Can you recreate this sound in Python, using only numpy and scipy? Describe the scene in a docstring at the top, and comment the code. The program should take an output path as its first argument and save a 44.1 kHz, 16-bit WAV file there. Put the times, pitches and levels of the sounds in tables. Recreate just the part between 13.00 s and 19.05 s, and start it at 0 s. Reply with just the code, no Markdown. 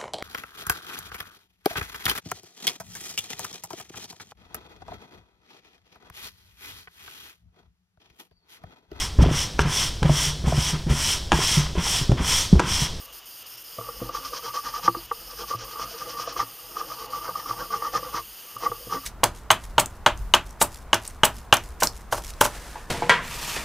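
"""A paper towel buffs a leather piece in quick strokes on a wooden workbench, heard close up.
Each stroke hisses in the air and drags grains of friction into the bench, which rings hollow
near 1.2 kHz. The piece knocks on the wood, and the hand thuds and rumbles through it.
One small microphone hears it all in mono, with no room echo, over a background hiss."""
import sys
import numpy as np
from scipy import signal
from scipy.fft import rfft, irfft, next_fast_len
from scipy.io import wavfile
from scipy.ndimage import uniform_filter1d

SR = 44100
rng = np.random.default_rng(int(sys.argv[2]) if len(sys.argv) > 2 else 0)


def store_wav(level_fs):
    """Save 16-bit WAV to argv[1]."""
    pcm = np.round(np.clip(np.atleast_2d(level_fs), -1, 1) * 32767)
    wavfile.write(sys.argv[1], SR, pcm.T.astype(np.int16))


N = 266805
TIME = np.arange(N) / SR


def from_db(db):
    """Decibels to gain."""
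    return 10 ** (np.asarray(db) / 20)


def unit_rms(x):
    """Scale to rms 1."""
    return x / np.sqrt(np.mean(x ** 2) + 1e-20)


def drift(hz):
    """Slow random wander; rms 1."""
    r = np.exp(-2 * np.pi * hz / SR)
    return unit_rms(signal.lfilter([1], [1, -2 * r, r * r], rng.standard_normal(N + SR))[SR:])


def coloured(white, spectrum):
    """Give a white signal the spectrum of a table; rms 1."""
    size = next_fast_len(N)
    hz, db = np.transpose(spectrum)
    bins_hz = np.maximum(np.arange(size // 2 + 1) * SR / size, 1)
    gain = from_db(np.interp(np.log(bins_hz), np.log(hz), db))
    return unit_rms(irfft(rfft(white, size) * gain, size)[:N])


def ring(force, hz, t60):
    """One mode of the wood: a click sets a decaying sine ringing."""
    r, w = from_db(-60 / (t60 * SR)), 2 * np.pi * hz / SR
    return signal.lfilter([0, np.sin(w)], [1, -2 * r * np.cos(w), r * r], force + 1e-18)


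def strike(modes, times, db, spread_db=1.5):
    """Each blow strikes every mode with a strength of its own."""
    at = np.round(times * SR).astype(int)
    scatter_db = rng.normal(0, spread_db, (len(at), len(modes)))
    sound = np.zeros(N)
    for k, (hz, mode_db, t60) in enumerate(modes):
        force = np.zeros(N)
        force[at] = (-1) ** k * from_db(db + mode_db + scatter_db[:, k])
        sound += ring(force, hz, t60)
    return sound


def cushioned(blows, band_hz):
    """A soft contact rounds the start of a blow: only a band of it is passed on."""
    return signal.sosfilt(signal.butter(2, band_hz, "band", fs=SR, output="sos"), blows)


def grains(per_s, spread_db):
    """Friction as random slips of uneven size; rms 1."""
    sizes = from_db(spread_db * np.minimum(rng.exponential(1, N), 4))
    signs = rng.choice([-1, 1], N)
    slips = rng.random(N) < per_s / SR
    return unit_rms(sizes * signs * slips)


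def dragged(modes, pressure, per_s, spread_db):
    """Friction drives the bench modes; as the contact moves, each is driven more or less."""
    force = grains(per_s, spread_db)
    driven, steady = np.zeros((2, N))
    for k, (hz, db, t60) in enumerate(modes):
        weight = (-1) ** k * from_db(db)
        coupling = from_db(3.97 * drift(hz=10.4))
        driven += weight * ring(force * pressure * coupling, hz, t60)
        steady += weight * ring(force, hz, t60)
    return driven / np.std(steady)


# A thin band in the background hiss: (time [s], level [dB])
NARROW_HISS_LEVELS = [(0.0, -52.5), (0.7, -49.5), (1.7, -49.5), (2.3, -48), (3.0, -49), (3.5, -52.5),
                      (4.4, -47), (5.4, -55.5), (6.05, -50.5)]

def narrow_hiss():
    """Slow noise carried on a gliding tone: hiss near 5 kHz that wavers in pitch and level."""
    centre_hz, width_hz = 4963, 710
    level_db = np.interp(TIME, *np.transpose(NARROW_HISS_LEVELS))
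    lowpass = signal.butter(2, width_hz / 2, fs=SR, output="sos")
    slow_noise = signal.sosfilt(lowpass, rng.standard_normal((2, N)))
    phase = 2 * np.pi * np.cumsum(centre_hz + 120 * drift(hz=5)) / SR
    band = unit_rms(slow_noise[0] * np.cos(phase) + slow_noise[1] * np.sin(phase))
    return band * from_db(level_db + 2.1 * drift(hz=29))


# Brief dips in the treble hiss: (time [s], length [ms])
HISS_DIPS = [(0.062, 64), (.195, 61), (.429, 32), (.56, 12), (0.628, 11), (1.095, 46), (2.063, 58),
             (2.564, 80), (3.268, 56), (4.065, 39), (5.568, 15)]

def treble_dips():
    """A gain that drops briefly now and then, with smoothed edges."""
    gain = np.ones(N)
    for start, ms in HISS_DIPS:
        gain[round(start * SR):round((start + ms / 1000) * SR)] = from_db(-10)
    return uniform_filter1d(gain, size=64)


# The noise floor, steady part and treble part: (frequency [Hz], relative density [dB])
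STEADY_HISS_SPECTRUM = [(24, -32), (50, -6.5), (200, -10), (330, -6), (900, -5), (1230, -1.5), (1500, -5),
                        (2350, -7), (2900, 4.5), (3500, -4.5), (4100, -9.5), (6500, -7), (7600, -18.5),
                        (9000, -60)]
TREBLE_HISS_SPECTRUM = [(4000, -41), (6000, -11.5), (6650, -5.5), (7800, -23.5), (8450, -6.5), (9500, -4.5),
                        (10800, -10.5), (11500, -7), (12000, 3), (12500, -6.5), (12900, -7.5),
                        (14300, -0.5), (15300, -5)]

def background_hiss():
    """Background hiss: a steady part and a treble part that dips briefly."""
    steady = coloured(rng.standard_normal(N), STEADY_HISS_SPECTRUM) * from_db(-49 + 0.72 * drift(hz=4.5))
    treble = coloured(rng.standard_normal(N), TREBLE_HISS_SPECTRUM) * from_db(-42.5 + 0.44 * drift(hz=30))
    return steady + (treble + narrow_hiss()) * treble_dips()


# Low modes of the workbench: (frequency [Hz], relative level [dB], t60 [s])
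BENCH_LOW_MODES = [(115.2, -11, 0.29), (179.4, -10.5, 0.15), (271, -9.5, 0.15), (338.3, -3.5, 0.12),
                   (464.4, 7, 0.069), (510.2, 9, 0.042), (657, -3.5, 0.084), (706, -3.5, 0.068)]
# Hand and piece landing on the bench:
# (time [s], relative level [dB], deepest mode offset [dB], hollow mode offset [dB])
BENCH_THUDS = [(0.536, -53.5, 2, -5), (0.783, -31, -7, -5), (1.016, -18, -11, -3), (1.882, -21, -10.5, 2),
               (1.968, -38, -26, 17), (2.549, -39, 7, -6), (3.418, -36, -3, -3), (4.501, -41, 4.5, -3),
               (4.957, -40, -1, -5), (5.144, -39, -1, 9), (5.558, -36.5, -2.5, -2), (5.698, -37.5, 0, 0),
               (5.868, -27.5, -13, -5)]

def thuds():
    """Soft, heavy contacts reach only the low modes; the deepest booms, the hollow one varies."""
    times, db, deep_db, hollow_db = np.transpose(BENCH_THUDS)
    body = strike(BENCH_LOW_MODES[1:3] + BENCH_LOW_MODES[4:], times, db - 6.5)
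    hollow = strike(BENCH_LOW_MODES[3:4], times, db + hollow_db - 4.5)
    boom = strike(BENCH_LOW_MODES[:1], times, db + deep_db + 8)
    return cushioned(body - hollow, band_hz=(45, 368)) + cushioned(boom, band_hz=(45, 330))


# The bench's hollow ring near 1.2 kHz: (frequency [Hz], relative level [dB], t60 [s])
BENCH_RING_MODES = [(815, -14, .05), (950, -13, .05), (1085, -12, .045), (1165, -1, .055), (1235, -4, .045),
                    (1360, -17, .04), (1570, -20, .025), (1830, -17, .022), (2120, -21, .02)]
# The piece knocking and catching on the bench: (time [s], relative level [dB], low mode offset [dB])
LEATHER_KNOCKS = [(0.785, -21, -3), (0.809, -20, -17), (0.887, -18.5, -15), (1.021, -28.5, -20),
                  (1.092, -19, -8.5), (1.147, -14.5, -21), (1.331, -17, -15.5), (1.54, -18, -14.5),
                  (1.554, -12.5, -23), (1.738, -16, -21), (1.879, 6, -19), (1.948, -11.5, -14.5),
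                  (2.114, -5, -22.5), (2.511, -20, -11), (2.542, -23, -2), (2.756, -24, -21),
                  (2.793, -18, -13), (3.194, -17, -15), (3.273, -17.5, -2), (3.363, -16.5, -13.5),
                  (3.399, -5, -41), (3.766, -14.5, -33), (3.812, -14, -26), (4.132, -17, -28),
                  (4.289, -15.5, -11), (4.354, -15.5, -25), (4.457, -19.5, -26), (4.509, -10, -20),
                  (4.74, -14, -30), (4.822, -9.5, -20.5), (4.957, -16, -33), (5.028, -22.5, -3.5),
                  (5.142, -15, -18), (5.564, -20, -32), (5.633, -20, -34), (5.717, -12.5, -11),
                  (5.923, -14, -26)]

def knocks():
    """The leather hits the bench: strong blows are hard and bright, the towel cushions weak ones."""
    times, db, low_db = np.transpose(LEATHER_KNOCKS)
    times = times - 0.0019  # the force starts before the ring stands out
    hard = db > -14.5
    bright = strike(BENCH_RING_MODES, times[hard], db[hard] - 8, spread_db=0.7)
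    soft = strike(BENCH_RING_MODES, times[~hard], db[~hard] - 3.5)
    low = strike(BENCH_LOW_MODES, times, db + low_db - 13, spread_db=5)
    return (cushioned(bright, band_hz=(710, 1970))
            + cushioned(soft, band_hz=(1000, 1380))
            + cushioned(low, band_hz=(306, 724)))


# The hand resting on the work between strokes: (time [s], relative drag [dB], rumble level [dB])
HAND_CONTACT = [(0.0, -45.5, -59), (0.45, -71, -77), (0.75, -49, -63), (1.03, -33.5, -44), (1.43, -43, -62),
                (1.9, -69, -51), (2.16, -44, -53), (2.53, -43, -50.5), (3.0, -35, -60), (3.3, -32.5, -57),
                (3.5, -45, -65), (3.9, -37.5, -57), (4.5, -37.5, -55), (5.15, -55.5, -50.5),
                (5.3, -59, -56), (5.53, -47, -68.5), (5.7, -45.5, -50), (6.05, -44, -53)]

def resting_hand():
    """Gains of the drag and the rumble that go on under the strokes."""
    times, drag_db, rumble_db = np.transpose(HAND_CONTACT)
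    return from_db(np.interp(TIME, times, drag_db)), from_db(np.interp(TIME, times, rumble_db))


# The hand's rumble at the bench: (frequency [Hz], relative density [dB])
RUMBLE_SPECTRUM = [(13, -38), (22, -2), (48, 18), (81, -11), (119, 2.5), (150, -8.5), (220, -4), (290, -52),
                   (480, -120)]
FIRM_PRESSURE_DB = -30

def hand_rumble(pressure_db, resting_rumble):
    """The shove of the hand rumbles, louder under a firmer stroke."""
    shove = stroke_gain(-55 + 0.7 * (pressure_db - FIRM_PRESSURE_DB), stretch=0.42)
    return coloured(rng.standard_normal(N), RUMBLE_SPECTRUM) * np.hypot(shove, resting_rumble)


def bench_friction(pressure_db, drag):
    """Coarse catches under the towel and the resting hand shake the bench's ring and low modes."""
    wavering_drag = drag * from_db(-9 + 1.5 * drift(hz=29))
    ring_drive = np.hypot(stroke_gain(pressure_db, stretch=0.77), wavering_drag)
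    low_db = -42 + 0.97 * (pressure_db - FIRM_PRESSURE_DB)
    low_drive = np.hypot(stroke_gain(low_db, stretch=0.87), drag * from_db(-13.5))
    return (dragged(BENCH_RING_MODES, ring_drive, per_s=1100, spread_db=3.4)
            + dragged(BENCH_LOW_MODES, low_drive, per_s=700, spread_db=3.9))


# Paper on leather, close to the microphone: (frequency [Hz], relative density [dB])
PAPER_SPECTRUM = [(880, -48), (1500, -2), (1850, -13.5), (2350, -13.5), (2530, -7), (2730, -13.5),
                  (3120, -4), (3680, -14), (5160, -1.5), (6550, -8.5), (7600, -24), (9880, -19.5),
                  (16700, -120)]

def paper_hiss(hiss_db):
    """Dense, tiny slips of the paper merge into a hiss that comes straight through the air."""
    hiss = coloured(grains(per_s=14000, spread_db=-3.5), PAPER_SPECTRUM)
    return hiss * stroke_gain(hiss_db, stretch=0.73) * from_db(2.05 * drift(hz=18))


# Towel strokes across the leather: (middle time [s], hiss level [dB], pressure on the bench [dB])
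TOWEL_STROKES = [(0.859, -65, -44), (1.051, -49.5, -63), (1.158, -37, -38.5), (1.257, -37, -39.5),
                 (1.359, -36, -39.5), (1.466, -37.5, -34.5), (1.566, -35.5, -36), (1.672, -38, -32.5),
                 (1.766, -38.5, -35), (1.856, -35.5, -32), (1.977, -53, -44), (2.317, -47.5, -47.5),
                 (2.409, -39.5, -35.5), (2.513, -40, -36), (2.618, -43, -40.5), (2.713, -47, -49),
                 (2.816, -37, -34), (2.914, -42, -51), (3.011, -38.5, -43), (3.11, -41, -47.5),
                 (3.206, -36, -37.5), (3.299, -38, -41.5), (3.401, -36.5, -26.5), (3.791, -43.5, -36.5),
                 (3.915, -42.5, -37), (4.016, -46.5, -42), (4.158, -45, -37), (4.268, -43.5, -30.5),
                 (4.383, -44.5, -33.5), (4.504, -40.5, -31.5), (4.611, -44, -29.5), (4.742, -38.5, -28.5),
                 (4.852, -46, -31.5), (4.96, -37, -27.5), (5.063, -46.5, -37.5), (5.166, -37.5, -27.5),
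                 (5.646, -40, -26), (5.942, -37, -26)]

def stroke_gain(levels_db, stretch):
    """Each stroke swells and fades in a bell curve; strokes add in power."""
    power = np.zeros(N)
    for (middle, hiss_db, _), db in zip(TOWEL_STROKES, levels_db):
        length_ms = stretch * (70.2 + 2 * (-34.5 - hiss_db))  # a slower stroke hisses less, lasts longer
        half = max(round(length_ms / 1000 * SR), 8)
        at = round(middle * SR) + np.arange(-half, half + 1)
        inside = at < N
        power[at[inside]] += (from_db(db) * np.hanning(len(at))[inside]) ** 2
    return np.sqrt(power)


def towel():
    """With each buffing stroke the paper hisses, the bench rings and the hand rumbles."""
    _, hiss_db, pressure_db = np.transpose(TOWEL_STROKES)
    drag, rumble = resting_hand()
    return paper_hiss(hiss_db) + bench_friction(pressure_db, drag) + hand_rumble(pressure_db, rumble)


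def scene():
    """One microphone at the bench feeds both channels."""
    return np.tile(towel() + knocks() + thuds() + background_hiss(), (2, 1))


def record(dry):
    """A narrow notch sits near 8 kHz, and the top is cut."""
    notch_hz, cutoff_hz = (7740, 8020), 15400
    notched = signal.sosfilt(signal.butter(2, notch_hz, "bandstop", fs=SR, output="sos"), dry)
    return signal.sosfilt(signal.ellip(12, .5, 80, cutoff_hz, fs=SR, output="sos"), notched)


dry = scene()
out = record(dry)
store_wav(out)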